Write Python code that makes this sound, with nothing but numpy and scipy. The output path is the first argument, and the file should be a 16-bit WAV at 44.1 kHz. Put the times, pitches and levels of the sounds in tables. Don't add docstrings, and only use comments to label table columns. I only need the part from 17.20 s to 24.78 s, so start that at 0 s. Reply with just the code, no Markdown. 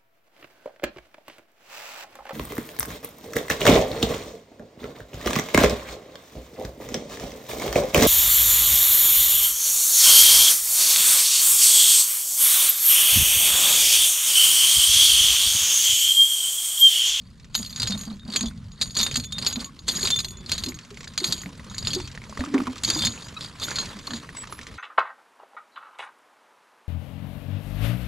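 import sys
import numpy as np
from scipy import signal
from scipy.fft import rfft, irfft, next_fast_len
from scipy.io import wavfile
from scipy.ndimage import uniform_filter1d

SR = 44100
rng = np.random.default_rng(int(sys.argv[2]) if len(sys.argv) > 2 else 0)


def digitize_waveform(pressure):
    field = np.atleast_2d(pressure).T
    bounded = np.clip(field, -1, 1)
    quanta = np.round(bounded * 32767).astype(np.int16)
    wavfile.write(sys.argv[1], SR, quanta)


def rack_gain(trim_db):
    fader = np.asarray(trim_db, float)
    return 10 ** (fader / 20)


N = 334278

# pitch_hz, level_db, t60_s
LEVER_MODES = [(3300, -8.5, 0.019), (3560, -6.5, 0.079), (3847, -11.5, 0.12), (3820, -7, 0.0071),
               (4226, -2, 0.1), (4420, 1, 0.037), (4620, -1, 0.04), (4814, 0, 0.045), (5240, -11.5, 0.02)]
ROD_MODES = [(6020, -15, .06), (6390, -8, .1), (6565, -9, .15), (6735, 0, .22), (6838, -3, .15),
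             (7330, -17, .07)]
PIN_MODES = [(7640, -9, .05), (8120, -7, .08), (8883, -2, .4), (9318, -11, .12), (10280, -15, .06),
             (10620, -17, .08), (11473, -9, .2), (12000, -14, .12), (12526, -6, .25), (13500, -17, .12),
             (14700, -18, .12)]
# freq_hz, level_db
SCRAPE_COLOUR = [(300, -20), (1000, -11), (2000, -14.5), (3200, -10), (4400, 1), (5400, -20.5),
                 (6700, -6.5), (8500, -10), (12000, -22), (15500, -73)]
# time_s, level_db
GRIP = [
    (4.25, 3),
    (4.45, -3.5),
]
# start_s, peak_db,
# rod_ring_db
CLANKS = [(0.3516, -5.5, -5), (0.62, -11.5, -31), (0.6725, -11, -17), (1.1615, -6.5, -18),
          (1.6262, -10.5, -21), (1.7677, -9, 7), (1.7893, -9.5, -30), (1.8648, -11.5, -15), (1.957, -7, -8),
          (2.1839, -14, -14), (2.2657, -7, -20), (2.6862, -7, -24), (2.8303, -10.5, -2.5), (2.851, -14, -39),
          (2.8727, -9.5, -39), (1.6135, -8.5, -12), (2.9888, -10, -8), (3.3182, -9, -27), (3.3802, -16, -9),
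          (3.4375, -14.5, -6), (3.9781, -8, -16.5), (4.0422, -8.5, -20), (4.124, -7.5, -19),
          (4.582, -11.5, -21), (4.672, -8, -14), (4.7332, -13, -3), (5.6356, -11.5, -2), (5.7017, -5.5, -31),
          (5.8496, -6, -3), (6.5863, -13, -11), (5.647, -8.5, -16), (5.869, -9.5, -32), (6.9347, -39, -8),
          (6.7032, -32, -6), (2.692, -14.5, -20), (2.274, -10.5, -11), (1.6195, -9.5, -12),
          (0.4298, -22, -23), (0.462, -20.5, -8), (0.561, -17, -8), (0.5992, -13, -30), (0.707, -16.5, -30),
          (0.812, -22.5, 18), (1.138, -18, -37), (1.2092, -14, 7), (1.259, -24.5, -4), (1.7526, -16.5, -26),
          (2.0389, -24, 3), (2.123, -18.5, -12), (2.225, -16.5, -31), (2.327, -15.5, -10),
          (2.3586, -18, -14), (2.3946, -26, -23), (2.592, -26, -7), (2.753, -16, 2), (3.085, -25.5, 6),
          (3.295, -17, -47), (3.486, -17.5, -4), (3.8773, -24.5, -15), (4.084, -29, -8), (4.5469, -24, -1),
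          (4.6495, -20, -20), (6.209, -18, -38), (6.428, -16, -28), (6.558, -15, -28), (6.871, -20, -19),
          (6.9077, -20, -16), (0.3461, -15.5, -24), (0.368, -37, -8), (0.408, -36, -6), (0.479, -40, -14),
          (2.673, -33, -24), (2.681, -13, -8), (2.9042, -8.5, -3), (6.422, -25, -36), (6.615, -22, -11),
          (6.936, -21, -16),
          (0.378, -18.5, -2), (0.391, -21, 1), (0.4487, -23, -18), (0.5068, -27.5, -5), (0.528, -23.5, -38),
         (0.577, -24, -26), (0.631, -11.5, -24), (0.722, -15.5, -25), (0.7766, -24, 0), (0.7928, -29, 7),
         (0.8358, -29.5, 4), (0.8528, -32, 10), (0.9274, -36, -31), (0.996, -35.5, -32), (1.052, -38, -21),
         (1.08, -35, -23), (1.101, -24, -27), (1.124, -24, -29), (1.149, -32, -19), (1.2308, -16.5, -22),
         (1.2737, -28.5, 2), (1.285, -30, -11), (1.377, -41.5, -14), (1.5184, -35, -10), (1.6587, -27.5, 0),
         (1.6761, -34, 2), (1.7081, -28, 6), (1.8018, -10.5, -18), (1.812, -10, -17), (1.8308, -8.5, 1),
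         (1.9128, -19, -5), (1.9428, -17, -19), (1.9693, -10.5, -13), (1.9995, -19, -17), (2.0448, -23, 10),
         (2.404, -21, -6), (2.4448, -21, 12), (2.7194, -29, 2), (2.7953, -17.5, -1), (2.9612, -15, 3),
         (3.0033, -12, -2), (3.0465, -15, -8), (3.1074, -27, 17), (3.1715, -32, -17), (3.2082, -37, -27),
         (3.2623, -24.5, -29), (3.3343, -17, -10), (3.4625, -18, -19), (3.544, -28, 11), (4.002, -17, -23),
         (4.18, -24, -8), (4.2174, -22, 17), (4.499, -28.5, -13), (4.749, -12.5, -33), (5.7903, -14.5, -12),
         (5.8214, -10.5, -22), (6.3986, -26, -24), (6.4363, -16, -7), (6.5076, -18, 1),
         (6.5642, -17.5, -17)]


def clanks():
    hz, db, t60 = np.transpose(LEVER_MODES + ROD_MODES + PIN_MODES)[..., None]
    part = np.repeat([0, 1, 2], [len(LEVER_MODES), len(ROD_MODES), len(PIN_MODES)])
    hits = CLANKS
    t, out = np.arange(3600) / SR, np.zeros(N)
    luck = rng.standard_normal((len(hits), 3, len(hz), 1))
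    grit, lumps = rng.standard_normal((len(hits), 2, len(t))).transpose(1, 0, 2)
    grit = grit * rack_gain(2.7 * evened(uniform_filter1d(lumps, size=60)))
    decay = rack_gain(-75 * t / t60)
    held_s = rng.uniform(.015, .06, len(hits))
    loose = np.array([.012, .008, .002])[part, None] + .03 * (hz > 13000)
    for (s, peak_db, rod_db), (weight, phase, shift), noise, hold_s in zip(hits, luck, grit, held_s):
        scrape_s = np.interp(peak_db, [-30, -8], [.014, .042])
        attack_s = np.clip(scrape_s / 50 * (1 + weight[0]), .0002, .0009)
        blow = noise * rack_gain(-60 * t / scrape_s) * np.minimum(t / attack_s, 1)

        share_db = np.array([0, rod_db + 8, rod_db - 9])[part, None] + 4.5 * weight
        share_db[part == 2] += np.interp(s, *np.transpose(GRIP))
        stop_s = hold_s * np.array([.45, 1.3, 1.3])[part, None]
        damped = np.clip((stop_s - t) / 0.0014, .04, 1)
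        tones = np.cos(2 * np.pi * hz * (1 + loose * shift) * t + 3 * phase)
        rung = (damped * rack_gain(share_db + db) * decay * tones).sum(0)
        rung = signal.fftconvolve(rung, blow[:900])[:len(t)]

        dull_db = np.interp(peak_db, [-30, -8], [-11, -6])
        contact = coloured(blow, [(f, d + dull_db * (not 1500 < f < 8000)) for f, d in SCRAPE_COLOUR])
        sound = contact / abs(contact).max() + rack_gain(-3.0) * rung / abs(rung).max()
        add(out, s - .001, rack_gain(peak_db - 2.0) * sound * np.linspace(1, 0, len(t)))
    return out


# start_s, rise_s, run_s, effort_db, rod_ring_over_effort_db
STROKES = [(0.332, 0.03, 0.3, -38.5, 1.5), (0.45, 0.17, 0.3, -29.5, -12), (1.04, 0.12, 0.12, -26.5, -29),
           (1.587, 0.024, 0.12, -31, -26), (1.73, 0.05, 0.25, -24, -13), (2.089, 0.16, 0.13, -26, -34),
           (2.35, 0.061, 0.064, -27.5, -16), (2.664, 0.017, 0.36, -26.5, -4.5), (2.7, 0.17, 0.099, -25, -7),
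           (3.24, 0.062, 0.3, -30.5, -23), (3.6, 0.2, 0.15, -53, 2.5), (3.951, 0.12, 0.18, -26.5, -8.5),
           (4.45, 0.23, 0.21, -30, -11.5), (4.9, 0.31, 0.053, -41, -8), (5.613, 0.069, 0.36, -26, -4.5),
           (5.721, 0.14, 0.014, -22.5, -21), (6.42, 0.068, 0.05, -32, -14), (6.11, 0.13, 0.079, -31, -19),
           (6.37, 0.052, 0.13, -29, -8), (6.47, 0.12, 0.11, -30, -13), (6.7, 0.27, 0.05, -33, -7.5)]


def effort(rod=False, lag_s=0):
    swing_db, sag_db = 30, 17
    stop_db_per_s, rest_db = (126, -72.5) if rod else (355, -58)
    start, rise, run, db, rod_db = np.transpose(STROKES)[..., None]
    t = np.arange(0, N + 100, 100) / SR
    late = t - lag_s - start - rise
    after_db = sag_db * late / np.maximum(run, .01) + stop_db_per_s * np.maximum(late - run, 0)
    lost_db = np.maximum(-swing_db * late / np.maximum(rise, .01), after_db)
    level_db = summed(*(db + rod * rod_db - lost_db), rest_db)
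    return np.interp(np.arange(N) / SR, t, level_db)


def rattle():
    out, frames = 0, np.arange(0, N + 900, 900)
    t = np.arange(500) / SR
    density = signal.oaconvolve(abs(taps(130, 3)), rack_gain(-60 * t / .016))[:N]
    knocks = np.clip(density, .04, 2.2) * rng.standard_normal(N)
    play_db, rod_db = effort(), effort(rod=True)
    pin_db = rod_db + curve(GRIP)
    # modes, drive in dB, blur of each mode, trim in dB
    groups = ((LEVER_MODES, play_db, 5.5, -6.5), (ROD_MODES, rod_db, 1.2, -2.5),
              (PIN_MODES[:9], pin_db, 2.8, -11.5))
    for modes, drive_db, blur, trim_db in groups:
        rung = 0
        for hz, db, t60 in modes:
            luck_db = (3 + .6 * blur) * rng.standard_normal(len(frames))
            chance = np.interp(np.arange(N), frames, rack_gain(luck_db))
            rung = rung + rack_gain(db) / np.sqrt(t60) * evened(ring(knocks * chance, hz, blur / t60))
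        faint_db = np.clip(play_db + 56.0, -12, 0)
        out = out + evened(rung) * rack_gain(drive_db + trim_db + faint_db)
    grit = evened(coloured(evened(knocks) + 0.75 * evened(taps(2700, 4.2)), SCRAPE_COLOUR))
    return out + grit * rack_gain(play_db - 9.0)


# start_s, length_s, pitch_hz, level_db, t60_s
SQUEAKS = [(0.712, 0.044, 3670, -26.5, 0.56), (0.76, .08, 1150, -54, .6), (1.0, 0.053, 3690, -46, 0.31),
           (1.165, .05, 6390, -30, .3), (1.257, 0.05, 3480, -34, .15), (1.773, 0.17, 3675, -28.5, 0.74),
           (2.04, 0.08, 3520, -46, .8), (2.118, 0.067, 3660, -29.5, 0.68), (2.45, .055, 1110, -49, .9),
           (2.9, 0.115, 3560, -17, 0.4), (3.0, 0.3, 3480, -46, 1.4), (5.385, 0.045, 262, -18, 0.5),
           (5.795, 0.078, 3560, -26, 0.88), (6.164, 0.022, 1277, -40, .5), (6.164, .018, 2550, -44, .5),
           (6.165, 0.018, 3880, -34, .5), (6.41, 0.051, 3580, -32.5, 0.77), (6.582, 0.074, 4220, -22, 0.22),
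           (7.119, 0.043, 10060, -57, 0.86), (7.157, 0.082, 7860, -34.5, 0.97),
           (7.297, 0.11, 10970, -43, 0.5), (7.297, 0.11, 13000, -60, .8)]


def squeaks():
    out = np.zeros(N)
    for s, length_s, hz, db, t60 in SQUEAKS:
        t = np.arange(0, length_s, 1 / SR)
        waver, throb = evened(uniform_filter1d(rng.standard_normal((2, len(t))), size=300))
        tone = np.sin(2 * np.pi * np.cumsum(hz * (1 + 0.0037 * waver)) / SR)
        level = rack_gain(db + 2.5 + 3.3 * throb - 60 * t / t60)
        add(out, s, level * tone * signal.windows.tukey(len(t), .4))
    return out


# start_s, peak_db, pitch_hz
GLUGS = [(0.395, -24.5, 218), (0.7, -22, 195), (0.741, -23.5, 202), (0.873, -25.5, 215), (0.913, -25, 199),
         (1.085, -24.5, 203), (1.215, -26, 209), (1.236, -17, 222), (1.801, -28.5, 214), (1.975, -25, 234),
         (2.368, -21.5, 223), (2.757, -28, 171), (2.833, -28, 380), (3.203, -34.5, 181), (3.474, -24, 248),
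         (3.714, -37, 397), (4.018, -27, 353), (4.092, -25, 174), (4.259, -28, 182), (4.764, -20.5, 358),
         (5.209, -18.5, 245), (5.274, -25, 277), (5.346, -8.5, 263.7), (5.479, -19, 250.3),
         (5.683, -28.5, 326), (5.763, -23.5, 304), (5.798, -38, 328), (5.87, -26, 230), (6.919, -28, 240),
         (6.939, -25, 222), (5.1, -37, 205), (5.24, -30, 268), (5.339, -18, 383), (6.759, -32.5, 193),
         (1.057, -30.5, 201)]
# time_s, pitch_hz
COLUMN_PITCH = [(0.0, 182), (0.71, 197), (2.5, 250), (2.8, 382), (3.5, 351), (3.62, 230), (3.95, 232),
                (4.05, 344), (4.39, 240), (4.73, 293), (5.07, 226), (5.39, 275), (5.82, 281), (7.58, 265)]


def barrel():
    t, out = np.arange(6000) / SR, np.zeros(N)
    slap_band = signal.butter(2, [280, 1100], "band", fs=SR)
    slaps = signal.lfilter(*slap_band, rng.standard_normal((len(GLUGS), len(t))))
    for (s, db, hz), slap in zip(GLUGS, evened(slaps)):
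        turns = hz * (t + 0.21 * 0.0062 * (1 - np.exp(-t / 0.033)))
        stays_s = np.interp(db, [-30, -8], [.045, .085])
        closing = np.clip((stays_s - t) / 0.0057, .05, 1)
        shape = np.minimum(t / 0.0055, 1) * rack_gain(-60 * t / 0.17) * closing
        wet = rack_gain(-18.5 - 60 * t / 1.2) * slap
        add(out, s - .003, rack_gain(db) * shape * (np.sin(2 * np.pi * turns) + wet))
    hz = curve(COLUMN_PITCH)
    hum = resonate(resonate(rng.standard_normal(N), hz, 45), hz, 90)
    low_hum = ring(rng.standard_normal(N), 230.4, 33)
    return out + evened(hum) * rack_gain(stirring()) + evened(low_hum) * rack_gain(effort() - 14.5)


def stirring():
    rest_db, share, level_db, stir_s = -57.5, 0.95, -18, 0.07
    s, db, _ = np.transpose(GLUGS)[..., None]
    t = np.arange(0, N + 100, 100) / SR
    lost_db = 10 * np.maximum((t - s) / stir_s, (s - t) / 0.027)
    return np.interp(np.arange(N) / SR, t, summed(*(level_db + share * db - lost_db), rest_db))


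# start_s, peak_db, pitch_hz
SPLATS = [(0.908, -37, 1230), (1.915, -25, 2480), (3.522, -28.5, 2190), (3.774, -29, 2140),
          (3.809, -33, 1960), (3.875, -31, 1670), (4.236, -29.5, 1980), (4.261, -27, 2190),
          (4.397, -31, 1950), (4.802, -29, 928), (4.977, -26, 1830), (5.04, -34, 2150),
          (5.127, -30.5, 1080), (5.176, -23.5, 1900), (5.208, -21, 1800), (5.24, -23.5, 1210),
          (5.345, -20.5, 1780), (5.381, -19, 2240), (5.404, -22, 1190), (5.471, -21, 1200),
          (5.477, -24, 1060), (6.485, -21.5, 1440), (6.517, -22.5, 1670), (6.878, -27, 1095),
          (7.092, -26, 1870), (7.171, -29, 2100), (7.275, -33.5, 1260), (7.326, -25, 1215),
          (7.392, -26.5, 1820), (7.469, -29, 2170), (1.312, -39, 1460), (3.59, -32, 2700),
          (3.843, -34, 1980), (4.006, -30, 2090), (4.292, -39, 977), (4.545, -34, 1710), (4.567, -35, 2180),
          (4.951, -34, 2030), (5.019, -31, 2160), (5.096, -38, 630), (5.174, -27, 1140),
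          (5.194, -27.5, 583), (5.262, -32, 1310), (5.344, -24, 1120), (5.369, -29, 1110),
          (5.564, -30.5, 1210), (5.765, -28, 960), (5.978, -28, 2580), (6.143, -47, 1680),
          (6.387, -49, 977), (6.421, -29, 1220), (6.585, -24.5, 1570), (6.909, -25.5, 1760),
          (6.936, -26, 1740), (7.035, -37, 1060), (7.151, -33.5, 1100), (7.414, -33, 2190),
          (7.43, -42, 1190)]
# time_s, level_db
FLOW = [(0.0, -65), (1.5, -61.5), (3.13, -57.5), (3.9, -56), (4.38, -53), (5.05, -54), (5.3, -48),
        (6.1, -49), (6.36, -52), (6.5, -42), (6.82, -50), (7.58, -52)]
# freq_hz, level_db_per_hz
SPRAY_COLOUR = [(240, -26.5), (400, 3), (452, 0), (761, -22), (972, -4), (1300, -8), (2030, -9.5),
                (2630, -12), (4490, -13.5), (11100, -25), (14200, -48), (15700, -58)]


def water():
    out, t = np.zeros(N), np.arange(1500) / SR
    fizz = coloured(rng.standard_normal((len(SPLATS), len(t))), SPRAY_COLOUR)
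    for (s, db, hz), noise in zip(SPLATS, evened(fizz)):
        add(out, s - .001, rack_gain(db + 1.0) * bubble(hz, cycles=7.3))
        add(out, s - .001, rack_gain(db - 14.0) * noise * rack_gain(-60 * t / 0.046))
    drops = 0
    for hz in np.geomspace(900, 9000, 20):
        drops = drops + signal.oaconvolve(taps(14, 3), bubble(hz, cycles=2.5))[:N]
    drops = evened(coloured(drops, SPRAY_COLOUR))
    spray = patchy_noise(SPRAY_COLOUR, size=256, patchy_db=2.6, flicker_db=3.2)[0]
    gush_db = -44.5 + 0.95 * (effort(lag_s=0.00057) + 30)
    return out + rack_gain(summed(curve(FLOW), gush_db)) * (rack_gain(-16.5) * drops + rack_gain(3.0) * spray)


def bubble(hz, cycles):
    u = np.arange(0, 2.5 * cycles, hz / SR)
    tone = np.sin(2 * np.pi * u * (1 + 0.0011 * u))
    return tone * np.exp(-2.2 * u / cycles) * np.minimum(u / 0.15, 1)


# start_s, peak_db
SPATTER = [(0.199, -38), (0.2456, -34), (0.9582, -44), (0.9696, -40), (1.442, -43), (2.5571, -50),
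           (3.59, -28), (3.6122, -36), (3.65, -32.5), (3.7053, -31), (3.7444, -33), (3.773, -31.5),
           (3.8077, -26), (3.8314, -31), (3.844, -24.5), (3.937, -32), (4.2917, -34), (4.3246, -49),
           (4.353, -38), (4.4454, -35), (4.802, -21), (4.8758, -23.5), (4.916, -29), (4.9511, -29),
           (5.0399, -32), (5.0965, -29), (5.174, -28), (5.249, -25), (5.3216, -45), (5.3407, -22.5),
           (5.38, -40), (5.4395, -34), (5.47, -28), (5.5298, -37), (5.5587, -25), (5.5812, -23.5),
           (5.9264, -36), (5.948, -31), (6.0854, -25.5), (6.145, -33), (6.3729, -49), (6.3867, -39),
           (6.6584, -21), (6.7705, -39), (6.7894, -27), (6.855, -47), (7.0354, -40), (7.0898, -48),
           (7.15, -33), (7.1694, -26), (7.2285, -52), (7.273, -29), (7.301, -41), (7.3256, -27),
           (7.389, -33), (7.414, -28), (7.432, -29), (7.469, -25.5), (7.5467, -40)]
# freq_hz, level_db
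BURST_COLOUR = [(600, -18), (2000, 1.5), (4500, 2.5), (7500, 1), (10000, -26), (14000, -42), (15800, -40)]


def spatter():
    out, t = np.zeros(N), np.arange(1000) / SR
    fizz = coloured(rng.standard_normal((len(SPATTER), len(t))), BURST_COLOUR)
    for (s, db), noise in zip(SPATTER, evened(fizz)):
        add(out, s - .001, rack_gain(db - 10.5 - 60 * t / 0.05) * noise)
    return out


# start_s, peak_db, pitch_hz
THUMPS = [
    (1.27, -33, 58),
    (4.84, -32.5, 115),
    (5.194, -27.5, 76.4),
    (5.88, -30, 107),
]


def thumps():
    t, out = np.arange(8000) / SR, np.zeros(N)
    for s, db, hz in THUMPS:
        add(out, s, rack_gain(db + 7.0 - 60 * t * hz / 9) * np.sin(2 * np.pi * hz * t))
    return out


# freq_hz, level_db
SCATTER_COLOUR = [(200, -26), (700, -14), (1400, -11), (2800, -9), (5000, -17), (9500, -19), (13000, -2)]


def scattered(x):
    t = np.arange(2500) / SR
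    echoes = rng.choice([-1., 1.], len(t)) * (rng.random(len(t)) < .05)
    tail = echoes * (t > .002) * rack_gain(-60 * t / 0.026)
    return coloured(signal.oaconvolve(x, tail / np.linalg.norm(tail))[:N], SCATTER_COLOUR)


# time_s, level_db
GUSTS = [
    (0.0, -50.5),
    (1.4, -49),
    (1.55, -57),
    (2.56, -59.5),
    (3.45, -44.5),
    (3.63, -63),
    (4.79, -45.5),
    (5.59, -57),
    (6.5, -56),
    (7.58, -59),
]
# freq_hz, level_db_per_hz
RUMBLE_COLOUR = [(8.8, -35), (15, -16), (59, 1.5), (114, 2.5), (231, -3), (313, -39.5), (374, -29),
                 (700, -32.5), (910, -51), (1540, -120)]
# freq_hz, likeness_0_to_1
WIND_LIKENESS = [(20, .5), (60, .85), (150, .99)]


def wind():
    both, apart = patchy_noise(RUMBLE_COLOUR, size=2048, patchy_db=2, flicker_db=2.3, channels=2)
    hz, same = np.transpose(WIND_LIKENESS)
    same = np.clip(same, 0, .999)
    apart = coloured(apart, list(zip(hz, 10 * np.log10((1 - same) / (1 + same)))))
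    heave_db = -45 + 0.27 * (effort(lag_s=0.005) + 30)
    return rack_gain(summed(curve(GUSTS), heave_db) + 5.5) * np.array([both + apart, both - apart])


def evened(x):
    return x / np.sqrt(np.mean(x ** 2) + 1e-20)


def read(points, hz):
    f, value = np.transpose(points)
    return np.interp(np.log(hz + 1), np.log(f + 1), value)


def curve(rows, axis=1):
    rows = np.array(rows)
    return np.interp(np.arange(N) / SR, rows[:, 0], rows[:, axis])


def summed(*db):
    return 10 * np.log10(sum(rack_gain(d) ** 2 for d in db))


def add(mix, s, sound):
    part = mix[max(round(s * SR), 0):][:len(sound)]
    part += sound[:len(part)]


def coloured(x, points):
    n = x.shape[-1]
    size = next_fast_len(n)
    gain = rack_gain(read(points, np.fft.rfftfreq(size, 1 / SR)))
    return irfft(rfft(x, size) * gain, size)[..., :n]


def resonate(x, hz, width):
    turn = np.exp(2j * np.pi * np.cumsum(hz * np.ones(len(x))) / SR)
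    r = np.exp(-np.pi * width / SR)
    return 2 * (turn * signal.lfilter([1 - r], [1, -r], x / turn)).real


def ring(x, hz, width):
    x = signal.lfilter(*signal.iirpeak(hz, hz / width, SR), x)
    return signal.lfilter(*signal.iirpeak(hz, hz / (width + 250), SR), x)


def taps(per_s, spread_db):
    size = rack_gain(spread_db * np.minimum(rng.exponential(1, N), 4)) * rng.choice([-1., 1.], N)
    return size * (rng.random(N) < per_s / SR)


def patchy_noise(points, size, patchy_db, flicker_db, channels=1):
    frames, hz = 4 * N // size + 5, np.fft.rfftfreq(size, 1 / SR)
    a, b, patches = rng.standard_normal((3, channels, frames, len(hz))).transpose(0, 1, 3, 2)
    patches = evened(uniform_filter1d(uniform_filter1d(patches, size=4, axis=1), size=16, axis=2))
    flicker = evened(uniform_filter1d(rng.standard_normal(frames), size=4))
    level_db = read(points, hz)[:, None] + patchy_db * patches + flicker_db * flicker
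    z = (a + 1j * b) * rack_gain(level_db)
    return evened(signal.istft(z, nperseg=size, noverlap=3 * size // 4)[1][:, :N])


# freq_hz, left_minus_right_db
LEAN = [(100, 0), (700, -1.3), (1400, -2.2), (5000, .5), (11200, 0), (12500, -15)]


def scene():
    pump = clanks() + rattle() + squeaks() + barrel() + water() + spatter() + thumps()
    hz, lean_db = np.transpose(LEAN)
    left = coloured((pump + 2 * np.roll(pump, 1)) / 3, list(zip(hz, lean_db / 2)))
    right = coloured(pump, list(zip(hz, -lean_db / 2)))
    side = scattered(pump)
    return np.array([left + side, right - side]) + wind()


def roll_off(x):
    return signal.sosfilt(signal.butter(12, 15750, fs=SR, output="sos"), x)


def record(dry):
    mix = coloured(dry, [(13200, -0.5), (15600, -18), (15800, -67)])
    return roll_off(mix)


dry = scene()
out = record(dry)
digitize_waveform(out)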